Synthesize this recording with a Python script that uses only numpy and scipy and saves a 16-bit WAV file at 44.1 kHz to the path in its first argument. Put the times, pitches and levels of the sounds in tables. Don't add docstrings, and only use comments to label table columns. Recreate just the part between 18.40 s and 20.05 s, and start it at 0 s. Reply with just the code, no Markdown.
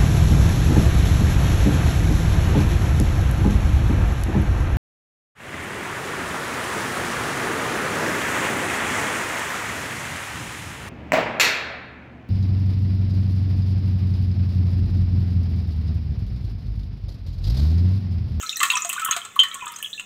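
import sys
import numpy as np
from scipy import signal
from scipy.fft import rfft, irfft, next_fast_len
from scipy.io import wavfile

SR = 44100
rng = np.random.default_rng(int(sys.argv[2]) if len(sys.argv) > 2 else 0)


def master_out(mix):
    frames = np.transpose(np.atleast_2d(mix))
    ceiling = np.clip(frames, -1, 1)
    pcm = np.round(ceiling * 32767).astype(np.int16)
    wavfile.write(sys.argv[1], SR, pcm)


N = 72765
TIME = np.arange(N) / SR

# (frequency [Hz], relative level [dB])
SLAP_SPECTRUM = [(200, -28), (600, -29), (880, -12.5), (1080, 2), (1350, 2.5), (1550, -7), (1900, -2.5),
                 (2800, -2), (4000, -5), (4700, -13), (7000, -20.5)]


def from_db(db):
    return 10 ** (np.asarray(db) / 20)


def unit_rms(x):
    return x / np.sqrt(np.mean(x ** 2) + 1e-20)


def decay(t60):
    return from_db(-60 * np.minimum(TIME / t60, 5))


def convolve(x, response):
    return signal.fftconvolve(x, response)[:N]


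def add(out, start_s, sound):
    i = max(int(start_s * SR), 0)
    out[i:] += sound[:N - i]


def lowpass(x, hz):
    return signal.sosfilt(signal.butter(2, hz, fs=SR, output="sos"), x)


def colour(x, spectrum):
    size = 2 * next_fast_len(N)
    hz, db = np.transpose(spectrum)
    log_hz = np.log(np.fft.rfftfreq(size, 1 / SR) + 1)
    gain = unit_rms(from_db(np.interp(log_hz, np.log(hz), db)))
    cepstrum = irfft(np.log(gain))
    cepstrum[1:size // 2] *= 2
    cepstrum[size // 2 + 1:] = 0
    return irfft(rfft(x, size) * np.exp(rfft(cepstrum)))[:N]


def reflections(t60, delay_s=.002):
    echoes = rng.standard_normal(N) * decay(t60)
    for _ in range(6):
        spectrum = rfft(echoes, 2 * N)
        whitened = irfft(spectrum / (np.abs(spectrum) + 1e-12))[:N]
        echoes = whitened * (TIME > delay_s) * np.exp(-(TIME / t60) ** 2)
    return unit_rms(echoes) / np.sqrt(N)


def room():
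    # (frequency [Hz], relative level [dB])
    rumble_spectrum = [(15, -1), (25, -8), (48, -28), (92, 3.5), (156, -3.5), (198, -5.5), (248, -2),
                       (494, -3.5), (900, -8), (1170, -24), (1980, -120)]
    rumble = unit_rms(lowpass(colour(rng.standard_normal(N), rumble_spectrum), hz=1000))
    hum_hz = 199.3
    hum = np.sqrt(2) * np.sin(2 * np.pi * hum_hz * TIME)
    hiss = rng.standard_normal(N)
    return from_db(-60) * rumble + from_db(-65.5) * hum + from_db(-92) * hiss


def pot(x):
    # (frequency [Hz], gain at resonance [dB], t60 [s])
    air_modes = [(690, 4.5, 0.19), (1112, 4, 0.44), (1187, -8, 0.48), (1301, 6, 0.3), (1381, 6.5, 0.33),
                 (1714, 10.5, 0.19), (1740, 2.5, 0.54), (2049, 2.5, 0.49), (2120, 4, 0.46), (2553, 9, 0.78),
                 (2708, -2, 0.42), (3070, 2, 0.083), (3150, 10.5, 0.083), (3340, -2, 0.4),
                 (3510, 7.5, 0.75), (4070, -12, 0.63), (4065, 11.5, 0.12)]
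    # (frequency [Hz], relative level [dB])
    tail_spectrum = [(600, -9.5), (1000, 5), (1300, 3), (1550, 0.5), (1800, 2), (3500, -3.5), (4900, 0),
                     (6500, -5.5), (9000, 0.5), (15000, -5)]
    modes = sum(from_db(db) * np.cos(2 * np.pi * hz * TIME) * decay(t60) * 2 / decay(t60).sum()
                for hz, db, t60 in air_modes)
    echoes = from_db(-6) * reflections(t60=.046)
    dying_noise = unit_rms(rng.standard_normal(N) * decay(t60=.39)) / np.sqrt(N)
    tail = from_db(-8.5) * colour(dying_noise, tail_spectrum)
    return x + convolve(x, modes + echoes + tail)


def thuds():
    # (time [s], level [dB])
    onsets = [(0.251, -38), (0.367, -41), (0.693, -41), (.768, -44), (1.226, -49)]
    envelope = np.zeros(N)
    for start_s, db in onsets:
        add(envelope, start_s, from_db(db) * decay(t60=.023))
    return envelope * unit_rms(lowpass(rng.standard_normal(N), hz=620))


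def bubble_swarm(levels, spectrum, per_s, low_hz, high_hz, t60_cycles, order):
    pitch_count, spread_db = 28, 4
    born = rng.random(N) < per_s / SR
    strengths = from_db(spread_db * np.minimum(rng.exponential(1, N), 3))
    kicks = born * strengths * rng.choice([-1, 1], N)
    pitch_index = rng.integers(0, pitch_count, N)
    swarm = np.zeros(N)
    for k, hz in enumerate(np.geomspace(low_hz, high_hz, pitch_count)):
        radius, angle = from_db(-60 * hz / (t60_cycles * SR)), 2 * np.pi * hz / SR
        feedback = [1, -2 * radius * np.cos(angle), radius * radius]
        rings = kicks * (pitch_index == k)
        for _ in range(order):
            rings = angle * signal.lfilter([1, 0, -1], feedback, rings + 1e-18)
        swarm += rings
    envelope = from_db(np.interp(TIME, *np.transpose(levels)))
    return unit_rms(colour(swarm, spectrum)) * envelope


def trickle():
    # (time [s], relative level [dB])
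    crackle_levels = [(0, -33.5), (.15, -42), (.26, -30), (.37, -40.5), (.47, -36), (.62, -42), (.77, -46),
                      (.93, -53), (1.05, -46.5), (1.28, -47.5), (1.5, -44), (1.65, -51)]
    gurgle_levels = [(0, -39), (.16, -48), (.26, -44), (.42, -47), (.62, -33), (.75, -30.5), (.82, -50.5),
                     (.94, -50), (1.06, -39), (1.28, -41), (1.42, -51), (1.65, -68)]
    # (frequency [Hz], relative level [dB])
    crackle_spectrum = [(5000, -8.5), (5600, -2.5), (6700, 8.5), (8300, 4), (9300, -13), (11500, -10),
                        (13000, -10), (16000, -7.5)]
    crackle = bubble_swarm(crackle_levels, crackle_spectrum, per_s=4500,
                           low_hz=5060, high_hz=17000, t60_cycles=59, order=1)
    gurgle = bubble_swarm(gurgle_levels, SLAP_SPECTRUM, per_s=730,
                          low_hz=1240, high_hz=3680, t60_cycles=23.6, order=2)
    return from_db(-4.5) * (crackle + gurgle)


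def splats():
    # (time [s], tick level [dB], spray level [dB], slap level [dB])
    impacts = [(0.026, -38, -29.5, -37.5), (0.093, -35, -36, -62), (0.169, -27, -25, -62),
               (0.194, -54, -23.5, -56), (.203, -45, -26, -24), (0.2298, -18.5, -14, -18.5),
               (0.251, -31, -25, -28.5), (0.3, -43, -24, -25), (0.317, -28, -44, -27.5),
               (0.354, -56, -21.5, -52), (0.368, -46, -31, -25.5), (0.402, -34, -55, -58),
               (0.448, -45, -24.5, -30.5), (0.4921, -19.5, -20.5, -37), (0.5289, -25.5, -19.5, -29.5),
               (0.596, -35.5, -27.5, -33), (0.616, -35, -31, -41), (0.6479, -17, -22.5, -62),
               (0.7098, -27.5, -17.5, -30), (0.722, -48, -47, -29), (0.764, -30, -23, -24.5),
               (0.777, -40, -39, -61), (0.849, -62, -29, -36), (0.9586, -33.5, -48, -42),
               (0.9938, -32, -28.5, -29.5), (1.0337, -33.5, -26, -27), (1.084, -44, -36, -55),
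               (1.1426, -34, -25.5, -39), (1.257, -39, -31, -68), (1.278, -48, -30.5, -43),
               (1.3192, -35.5, -63, -41), (1.36, -44, -35, -41), (1.386, -42, -34.5, -42.5),
               (1.4262, -26, -39.5, -47), (1.5956, -45, -33.5, -38.5)]
    # (frequency [Hz], relative level [dB])
    tick_spectrum = [(3000, -57), (5500, -82), (7000, -24), (8300, 4.5), (10000, 4.5), (11500, -1.5),
                     (13000, 5), (15500, 1.5)]
    spray_spectrum = [(3000, -21), (5200, -28), (5900, -17), (6600, 0.5), (8300, 5), (9300, -27),
                      (11500, -35), (16000, -63)]
    spectra, t60s = (tick_spectrum, spray_spectrum, SLAP_SPECTRUM), (.027, .037, .07)
    attack_s, grain_db = .00017, 5
    impulse_trains = np.zeros((3, N))
    for start_s, *levels in impacts:
        impulse_trains[:, int(start_s * SR)] = from_db(levels)
    attack = 1 - np.exp(-TIME / attack_s)
    out = np.zeros(N)
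    for impulses, t60, spectrum in zip(impulse_trains, t60s, spectra):
        noise = rng.standard_normal(N)
        roughness = from_db(grain_db * rng.standard_normal(N).clip(-2, 2))
        envelope = convolve(impulses, decay(t60) * attack)
        out += colour(unit_rms(noise * roughness) * envelope, spectrum)
    return out


def bubbles():
    # (time [s], frequency [Hz], relative level [dB], t60 [s])
    trapped = [(.001, 1395, -36.5, 0.037), (.030, 1317, -21, 0.041), (.063, 4170, -24, 0.015),
               (.071, 5940, -22, 0.0073), (.0935, 3696, -7.5, 0.01), (.094, 5540, -11.5, 0.0041),
               (.114, 6200, -28, 0.0066), (.126, 6980, -23, 0.013), (.129, 2680, -20, 0.015),
               (.159, 5900, -15, 0.0091), (.166, 1905, -31, 0.052), (.170, 4000, -17.5, .008),
               (.205, 2030, -19, 0.052), (.213, 1200, -9.5, 0.034), (.231, 1940, -2.5, 0.0092),
               (0.23, 1686, -18.5, 0.028), (.233, 1342, -14, 0.027), (.232, 2649, -14.5, 0.04),
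               (.3015, 2740, -6, 0.03), (.302, 3780, -6, 0.0077), (.304, 6810, -15, 0.0086),
               (.334, 8100, -16, 0.0056), (.337, 3300, -15, 0.016), (.334, 1014, -22, 0.058),
               (.353, 5600, -23, 0.007), (.354, 2585, -13, 0.022), (.367, 1222, -11.5, 0.026),
               (.3725, 5940, -7.5, 0.007), (.421, 6990, -10.5, 0.0088), (.4474, 6680, -14.5, 0.015),
               (.446, 705, -29, 0.046), (.499, 2750, -11.5, .014), (.562, 1176, -19, 0.032),
               (.579, 1460, -15, 0.024), (.618, 1329, -20, 0.092), (.661, 1306, -10, 0.019),
               (.677, 2797, -29.5, 0.073), (.684, 1097, -17, 0.033), (.7105, 6575, -11.5, 0.023),
               (.711, 1316, -13.5, 0.025), (.719, 2900, -19, 0.02), (.727, 3390, -20, 0.018),
               (.763, 737, -22, 0.027), (.816, 3190, -23, 0.014), (.962, 1141, -15.5, 0.034),
               (.998, 6450, -19.5, 0.0096), (1.009, 6710, -24.5, 0.027), (1.036, 1936, -23, 0.038),
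               (1.05, 1782, -34, 0.11), (1.113, 3206, -29, 0.048), (1.115, 3810, -28.5, 0.016),
               (1.113, 1307, -29, 0.031), (1.153, 1109, -28.5, 0.049), (1.21, 2517, -30.5, 0.056),
               (1.221, 1028, -26, 0.047), (1.235, 970.5, -29.5, 0.18), (1.263, 1710, -44.5, 0.22),
               (1.267, 1245, -19.5, 0.031), (1.269, 3570, -28.5, 0.023), (1.308, 2920, -33, 0.013),
               (1.339, 5100, -33.5, 0.01), (1.362, 6370, -25, .02), (1.402, 1764, -42, 0.23),
               (1.427, 2880, -10.5, 0.0071), (1.445, 3300, -19.5, 0.026), (1.460, 2880, -16.5, .01),
               (1.530, 3566, -21, 0.033), (1.535, 3860, -23.5, 0.024), (1.544, 1762, -47, 0.26),
               (1.578, 2720, -27.5, 0.05), (1.596, 2770, -19, 0.039)]
    attack_cycles, sag_per_s, gain_db = 2.63, .72, 1.52
    out, t = np.zeros(N), TIME[:SR // 5]
    for start_s, hz, db, t60 in trapped:
        tone = np.sin(2 * np.pi * hz * (t - sag_per_s * t ** 2 / 2))
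        attack = 1 - np.exp(-(t * hz / attack_cycles) ** 2)
        envelope = attack * from_db(gain_db + db - 60 * t / t60)
        add(out, start_s, np.pad(tone * envelope, (0, N - len(t))))
    return out + from_db(-6) * convolve(out, reflections(t60=.072))


def loud_drip():
    modes_hz = [3045, 3143]
    modes_db = [-5, -3.5]
    # (lower edge [Hz], upper edge [Hz])
    echo_band = [2940, 5500]
    start_s, bubble_hz, swell_s = .9913, 3100, .00061
    click_delay_s, click_cutoff_hz = .0033, 17000
    envelope = (1 - np.exp(-(TIME / swell_s) ** 2)) * decay(t60=.0092)
    bubble = envelope * np.sin(2 * np.pi * bubble_hz * TIME)
    beating = sum(from_db(db) * np.cos(2 * np.pi * hz * TIME) for hz, db in zip(modes_hz, modes_db))
    modes = beating * decay(t60=.14) * 2 / envelope.sum()
    bandpass = signal.butter(2, echo_band, "band", fs=SR, output="sos")
    echoes = from_db(7.5) * signal.sosfilt(bandpass, reflections(t60=.16))
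    plink = from_db(-2) * bubble + convolve(bubble, modes + echoes)
    click = signal.lfilter(*signal.butter(1, click_cutoff_hz, fs=SR), signal.unit_impulse(N))
    out = np.zeros(N)
    add(out, start_s, plink - from_db(-19) * plink ** 3)
    add(out, start_s + click_delay_s, from_db(-4) * click)
    return out


def scene():
    return (pot(bubbles() + splats() + trickle()) + loud_drip() + thuds() + room())[None]


def record(dry):
    ceiling, cutoff_hz = 1.05, 15500
    rounded = dry / (1 + (dry / ceiling) ** 4) ** .25
    return signal.sosfilt(signal.ellip(8, .2, 80, cutoff_hz, fs=SR, output="sos"), rounded)


dry = scene()
out = record(dry)
master_out(out)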